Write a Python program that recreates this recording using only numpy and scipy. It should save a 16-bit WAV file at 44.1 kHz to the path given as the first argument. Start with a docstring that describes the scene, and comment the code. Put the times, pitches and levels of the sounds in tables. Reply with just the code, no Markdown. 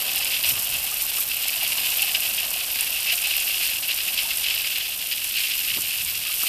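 """Outdoors, close to a garden hose nozzle that sprays onto dead leaves and wet soil.
The jet sputters: random clumps of tiny blows ring the nozzle's resonances over a hiss.
Filtered blows make droplets crackle on leaves and patter on soil; rising tones gurgle in a puddle.
Twice a dog lunges into the spray: low noise drums in its open mouth, and its jaws snap shut
with short bursts of splash and thud."""
import sys
import numpy as np
from scipy import signal
from scipy.fft import rfft, irfft
from scipy.io import wavfile
from scipy.ndimage import uniform_filter1d

SR = 44100
rng = np.random.default_rng(int(sys.argv[2]) if len(sys.argv) > 2 else 0)


def transcribe(signal):
    """Save signal, clipped to [-1, 1], as a 16-bit WAV file at the path in sys.argv[1]."""
    frames = np.atleast_2d(signal).T
    limited = np.clip(frames, -1, 1)
    pcm = np.round(limited * 32767).astype(np.int16)
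    wavfile.write(sys.argv[1], SR, pcm)


N = 285768
T = np.arange(N) / SR  # time of every sample, seconds
HZ = np.fft.rfftfreq(N, 1 / SR)  # frequencies in the spectrum

# how strongly water lands on the soil, before each layer's own adjustment: (time [s], level [dB])
SOIL_LEVEL = [(0.0, -43.5), (1.32, -49.5), (1.71, -44.5), (4.0, -49.5), (4.19, -47.5), (4.96, -53),
              (5.56, -54), (5.96, -53.5), (6.48, -52.5)]


def undb(db):
    """Turn decibels into a gain."""
    return 10 ** (np.asarray(db) / 20)


def unit(x):
    """Scale to an average strength (rms) of 1."""
    return x / np.sqrt(np.mean(x ** 2))


def curve(rows):
    """Turn rows (time [s], level [dB]) into a gain for every sample, with rounded corners."""
    gain = undb(np.interp(T, *np.transpose(rows)))
    return uniform_filter1d(gain, int(0.03 * SR))


def walk(rate):
    """A random wander: about rate new levels a second, smoothed twice and scaled to rms 1."""
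    hold = int(SR / rate)  # samples per level
    held = rng.standard_normal(N // 20)[np.arange(N) // hold]
    smooth = uniform_filter1d(held, hold)
    return unit(uniform_filter1d(smooth, hold // 2))


def colour(x, points):
    """Filter to the spectrum (frequency [Hz], level [dB]), with no sound ahead of its cause; rms 1."""
    hz, db = np.transpose(points)
    log_gain = np.log(undb(np.interp(np.log(HZ + 1), np.log(hz), db)))
    # folding the cepstrum onto positive times makes the filter respond only after each blow
    cepstrum = irfft(log_gain, N)
    cepstrum[1:N // 2] *= 2
    cepstrum[N // 2 + 1:] = 0
    response = np.exp(rfft(cepstrum))
    return unit(irfft(rfft(x) * response, N))


def ring(x, hz, width_hz):
    """One resonance, with gain 1 at its centre; a narrow one rings longer."""
    damping = 1j * HZ * width_hz
    return irfft(rfft(x) * damping / (hz ** 2 - HZ ** 2 + damping), N)


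def impacts(rate, spread_db):
    """Random tiny blows, about rate a second; most are small and a few large."""
    chance = rng.random(N)
    size = np.minimum(rng.standard_normal(N), 2.5)
    sign = rng.choice([-1, 1], N)
    return unit((chance < rate / SR) * sign * undb(spread_db * size))


def place(x, right_db, lag_samples=0, above_hz=0):
    """Left-right placing: pitches over above_hz are right_db louder at the right and later at the left."""
    share = 1 / (1 + (above_hz / (HZ + 1)) ** 16)  # how fully each pitch is affected
    difference = np.log(undb(right_db)) + 2j * np.pi * HZ * lag_samples / SR
    half = np.exp(share * difference / 2)
    return irfft(rfft(x) * np.array([1 / half, half]), N)


def bursts(rows, attack_s, release_s, sag_db_per_s=0, height=undb):
    """Rows (start s, length s, dB) that rise, hold or sag, and fall; a gain, or dB with height=float."""
    out = np.zeros(N)
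    for start, length, db in rows:
        span = slice(max(int(start * SR), 0), int((start + length + release_s) * SR))
        age = T[span] - start
        rise = age / attack_s
        fall = 1 - (age - length) / release_s
        shape = np.clip(np.minimum(rise, fall), 0, 1)
        sag = undb(-sag_db_per_s * (age - length / 2))
        out[span] += height(db) * shape * sag
    return out


def rumble():
    """Low rush of the flow: deep noise, a little stronger when more water reaches the ground."""
    # spectrum of the rush: (frequency [Hz], level [dB])
    rumble_colour = [(12, -18), (28, 0.5), (42, 2.5), (55, -3), (73, -0.5), (95, -4), (160, -7.5),
                     (300, -7.5), (600, -15), (2000, -60)]
    rush = 0
    for side in (-1, 1):
        noise = colour(rng.standard_normal(N), rumble_colour)
        rush = rush + place(noise, right_db=0.9 + 2.6 * side)
    return unit(rush) * unit(curve(SOIL_LEVEL) ** 0.29) * undb(-53.0)


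def bubble(hz, decay_s):
    """A bubble rings briefly, and its pitch climbs from hz as it nears the surface."""
    age = T[:3000]
    tone = np.sin(2 * np.pi * hz * age * (1 + 2.16 * age))
    onset = 1 - np.exp(-age / 0.00085)
    return tone * np.exp(-age / decay_s) * onset


def gurgles():
    """Trapped air rings as bubbles: large ones gulp now and then among many small ones."""
    # large bubbles in the puddle and the dog's mouth:
    # (time [s], starting pitch [Hz], level before onset and decay [dB])
    large = [(.079, 734, -33), (.118, 704, -39), (.918, 1190, -34), (1.025, 855, -38), (1.042, 1070, -39),
             (1.625, 803, -32.5), (2.028, 780, -35), (3.127, 685, -33.5), (3.27, 784, -36),
             (4.253, 887, -33), (6.258, 1190, -38), (6.296, 1190, -35)]
    count = 420  # small bubbles
    times = rng.uniform(0, T[-1], size=count)
    pitch, size = rng.standard_normal(size=(2, count))
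    small_hz = 720 * np.exp(0.13 * pitch)
    # small bubbles grow louder where more water lands
    small_db = np.interp(times, *np.transpose(SOIL_LEVEL)) + 2.9 + 4.16 * size
    small = zip(times, small_hz, small_db)
    out = np.zeros(2 * N)  # spare room for tails past the end
    for rows, decay_s in ((large, 0.010), (small, 0.006)):
        for s, hz, db in rows:
            ringing = undb(db) * bubble(hz, decay_s)
            start = int(s * SR)
            out[start:start + len(ringing)] += ringing
    return place(out[:N], right_db=0.8)


def soil():
    """Heavier water patters on the soft ground, left and right: dull, randomly sized blows."""
    # spectrum of a blow on soil: (frequency [Hz], level [dB])
    soil_colour = [(100, -13.5), (250, -7.5), (380, -12.5), (520, -2), (700, 2), (850, -2), (1050, -1.5),
                   (1500, -5.5), (2200, -11.5), (4000, -35)]
    patter = 0
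    for side in (-1, 1):
        uneven = undb(1.0 * walk(30))
        blows = colour(impacts(rate=800, spread_db=5.5) * uneven, soil_colour)
        patter = patter + place(blows, right_db=0.8 + 1.1 * side)
    return unit(patter) * curve(SOIL_LEVEL) * undb(-0.17)


def spray():
    """Strength of the spray on the leaves: a wavering flow with splashes on top."""
    # steady spray before the adjustment below: (time [s], level [dB])
    spray_level = [(0.0, -27.5), (0.61, -28), (1.39, -28.5), (1.86, -26), (2.65, -29), (3.45, -27.5),
                   (3.84, -29.5), (4.28, -27.5), (4.96, -31), (5.65, -27.5), (6.23, -29.5), (6.48, -26)]
    # splashes, where the fan of water catches the dog or a heap of leaves:
    # (start [s], length [s], level before the leaves' overall gain [dB])
    splashes = [(.225, 0.042, -33), (.445, 0.08, -23), (.57, 0.074, -26.5), (.995, 0.031, -23.5),
                (1.155, .075, -27.5), (2.315, 0.025, -25), (3.56, .11, -27), (4.36, 0.075, -31.5),
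                (5.23, 0.03, -30), (5.61, .055, -29), (6.38, 0.13, -27)]
    level_db, waver_db = 2, 0.43
    steady = curve(spray_level) * undb(level_db + waver_db * walk(18))
    return np.hypot(steady, bursts(splashes, attack_s=0.024, release_s=0.026))


def leaves():
    """Droplets tick on dry leaves and fine mist hisses, on both sides of the fan of water."""
    # spectra of the ticks, the mist and the smallest droplets: (frequency [Hz], level [dB])
    leaf_colour = [(500, -32), (1500, -21.5), (3000, -19), (5500, -5.5), (6600, -8), (7700, -4.5),
                   (8800, -2.5), (10000, -4), (12000, -4), (14000, -0.5)]
    mist_colour = [(500, -28), (1500, -15), (3000, -21.5), (5500, -8), (6600, -14.5), (8800, -6.5),
                   (10500, -6), (12000, -4.5), (14000, -1)]
    fine_colour = [(7000, -42), (10000, -20), (12000, -4.5), (14000, -4.5)]
    flow = spray() * undb(1.7 * np.tanh(walk(300)))
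    out = 0
    for side in (-1, 1):
        ticks = colour(impacts(rate=800, spread_db=5.5), leaf_colour)
        mist_swell = undb(0.58 * walk(130))
        mist = colour(impacts(rate=15000, spread_db=6.0) * mist_swell, mist_colour)
        # the smallest droplets burst in clusters and sound only at the very top
        clusters = undb(4.5 * np.tanh(walk(240)))
        sizzle = colour(impacts(rate=1200, spread_db=15) * clusters, fine_colour)
        drops = undb(-1.5) * ticks + mist + undb(-2.5) * sizzle
        out = out + place(drops, right_db=1.4 + 3.4 * side, lag_samples=0.19 + 0.12 * side, above_hz=7900)
    return unit(out) * flow * undb(3.5)


def close_drops():
    """Each heavy drop slaps a leaf: a very short burst of bright noise with a fainter, longer tail."""
    # heavy drops that land close by: (time [s], peak level before left-right placing [dB])
    heavy_drops = [(0.247, -6.5), (0.4808, -10), (0.4944, -10), (0.7132, -10), (1.483, -7), (1.5663, -14),
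                   (2.0208, -4.5), (2.809, -5.5), (3.0055, -9), (3.1562, -10), (3.2204, -10), (3.2728, -9),
                   (3.4017, -9.5), (3.659, -19), (3.9485, -13), (4.3726, -5.5), (4.3844, -15), (4.783, -10),
                   (5.2437, -7.5), (5.82, -8.5), (5.883, -14), (6.049, -11), (6.3275, -10)]
    out = np.zeros(N)
    age = T[:400]
    leaf = signal.butter(2, [7800, 14000], "band", fs=SR, output="sos")
    fade = np.exp(-age / 0.00021) + 0.19 * np.exp(-age / 0.0035)  # slap, then tail
    grains = rng.standard_normal((len(heavy_drops), len(age)))
    for (s, peak_db), grain in zip(heavy_drops, grains):
        splat = signal.sosfilt(leaf, grain * fade)
        start = int(s * SR)
        out[start:start + len(age)] += undb(peak_db) * splat / abs(splat).max()
    return place(out, right_db=1.4, lag_samples=0.25, above_hz=8000)


def dog():
    """Water drums on tongue and cheeks; each snap thuds and squeezes a splash through a ringing mouth."""
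    # bouts of drumming in the open mouth: (start [s], length [s], level [dB])
    mouth_bouts = [(.455, 0.12, -43.5), (.675, 0.12, -49), (5.70, .17, -52), (5.96, 0.25, -51.5)]
    # spectrum of the drumming: (frequency [Hz], level [dB])
    mouth_colour = [(30, -28), (55, -16), (76, 0), (130, -5), (200, -10), (350, -20), (1000, -50)]
    # resonances of the wet mouth: (pitch [Hz], width [Hz], level [dB])
    jaw_modes = [(663, 66, -3), (900, 230, -3), (1190, 210, 4), (1610, 690, -9)]
    # jaws closing on the water: (time [s], splash level [dB], thud level [dB], length [s])
    snaps = [(0.565, -45, -48, 0.059), (1.183, -33, -44, 0.015), (5.768, -45, -41.5, 0.046),
             (6.43, -36, -47, 0.019)]
    inside = bursts(mouth_bouts, attack_s=0.021, release_s=0.04)
    out = colour(rng.standard_normal(N), mouth_colour) * inside
    splash = 0
    for hz, width, db in jaw_modes:
        once = ring(rng.standard_normal(N), hz, width)
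        splash = splash + undb(db) * ring(once, hz, width)
    splash = unit(splash)
    thud = unit(ring(ring(rng.standard_normal(N), 260, 300), 260, 300))
    for s, splash_db, thud_db, length in snaps:
        squeeze = np.exp(-2 * (2 * (T - s) / length - 0.6) ** 2)  # a smooth hump just after s
        out = out + squeeze * (undb(splash_db) * splash + undb(thud_db) * thud)
    return place(out, right_db=1.0)


def sputter():
    """Strength of the jet: a fluttering flow with stalls, surges set off by lulls, and spits of air."""
    # jet between its surges, before flutter and dips: (time [s], level [dB])
    jet_level = [(0.0, -29.5), (1.06, -32.5), (1.82, -28.5), (2.69, -31), (3.47, -28.5), (3.84, -30),
                 (4.58, -30), (5.11, -31.5), (5.47, -31), (6.48, -30.5)]
    # surges: (start [s], length [s], level halfway through, before the adjustment below [dB])
    surge_rows = [(0.068, 0.038, -26.5), (0.143, 0.1, -27), (0.244, 0.031, -25), (0.305, 0.072, -23.5),
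                  (0.429, 0.083, -23.5), (1.285, 0.037, -27.5), (1.477, 0.021, -25), (1.6, 0.078, -25),
                  (1.767, 0.04, -26), (1.838, 0.056, -24.5), (1.912, 0.031, -25), (1.974, 0.074, -24.5),
                  (2.139, 0.025, -21.5), (2.207, 0.078, -27), (2.334, 0.017, -28), (2.368, 0.043, -28),
                  (2.74, 0.1, -26.5), (3.055, 0.088, -23.5), (3.329, 0.094, -25.5), (3.543, 0.035, -31),
                  (3.589, 0.12, -25.5), (3.881, 0.053, -25), (4.168, 0.053, -22.5), (4.426, 0.14, -23.5),
                  (4.571, 0.059, -25.5), (4.634, 0.04, -24), (4.742, 0.12, -27), (5.105, 0.032, -25.5),
                  (5.333, 0.22, -26), (5.692, 0.027, -25.5), (5.731, 0.041, -26), (6.451, 0.036, -25)]
    # moments when the jet stalls: (start [s], length [s], depth [dB])
    stalls = [(.52, .025, -5), (.905, 0.044, -4), (1.04, 0.025, -5), (1.24, 0.035, -4), (3.79, 0.028, -11),
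              (4.945, 0.038, -6), (6.175, 0.037, -5.5)]
    # air pockets that spit from the nozzle: (time [s], level [dB], decay [s])
    spit_rows = [(2.377, -18.5, 0.006), (2.398, -29, 0.005), (4.757, -33, 0.013)]
    # the jet chokes for a moment before each surge and slackens after it
    lull_s, edge_s, choke_db, lull_db = 0.022, 0.0092, -0.5, -1
    chokes = [(start - lull_s, lull_s, choke_db) for start, _, _ in surge_rows]
    lulls = [(start + length, lull_s, lull_db) for start, length, _ in surge_rows]
    dips_db = bursts(chokes + lulls + list(stalls), edge_s, edge_s, height=float)
    # between surges the jet flutters at random
    flutter_db = 2.5 * np.tanh(walk(60))
    steady = curve(jet_level) * undb(-0.02 + dips_db + flutter_db)
    # a surge jumps up, sags while it lasts and breaks off
    surges = undb(-0.2) * bursts(surge_rows, attack_s=0.01, release_s=0.0074, sag_db_per_s=19)
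    spits = sum(undb(db) * (T >= s) * np.exp(-abs(T - s) / decay) for s, db, decay in spit_rows)
    return np.hypot(np.maximum(steady, surges), spits)


def jet():
    """Air pockets burst in the nozzle in quick clumps and ring its cavities over a broad hiss."""
    # resonances of the nozzle: (pitch [Hz], width [Hz], level [dB])
    nozzle_modes = [(2307, 460, -10), (2626, 140, -1), (2840, 290, -1.5), (3130, 21, -7),
                    (3280, 420, -11.5), (4120, 660, -14), (4620, 130, -9.5), (4980, 26, -8),
                    (5070, 200, -9)]
    # spectrum of the hiss: (frequency [Hz], level [dB])
    jet_hiss = [(900, -31), (1600, -10), (2200, -12), (3000, 1), (5000, -4.5), (6300, -11), (9000, -12),
                (14000, -21.5)]
    drive = sputter()
    clumps = undb(0.62 * np.tanh(walk(90)) + 3.9 * np.tanh(walk(300)))
    rings = 0
    for hz, width, db in nozzle_modes:
        pops = impacts(rate=3000, spread_db=3.0) * clumps
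        rings = rings + undb(db) * ring(pops, hz, width)
    # the small opening radiates no bass, and the cavities little above their top resonance
    opening = signal.butter(2, [1900, 6000], "band", fs=SR, output="sos")
    cavities = unit(signal.sosfilt(opening, rings))
    hiss = colour(impacts(rate=12000, spread_db=2.5) * clumps, jet_hiss)
    # the hiss follows the flow itself, which swings less than the sputter
    flow = np.sqrt(drive * drive.mean())
    sound = undb(-0.8) * cavities * drive + undb(-6.0) * hiss * flow
    # the main cavity leans to the right, wavering as the fan of water moves
    main_cavity = ring(ring(sound, 2650, 480), 2650, 480)
    beam = main_cavity * (0.095 + 0.1 * walk(300))
    return sound + np.array([-beam, beam])


def scene():
    """Ground, leaves, dog and nozzle, in the open air with no echo."""
    return rumble() + gurgles() + soil() + leaves() + close_drops() + dog() + jet()


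def record(dry):
    """The recorder cuts the top steeply."""
    top_hz = 14230
    steep_cut = signal.ellip(16, 0.1, 80, top_hz, fs=SR, output="sos")
    return signal.sosfilt(steep_cut, dry)


dry = scene()
out = record(dry)
transcribe(out)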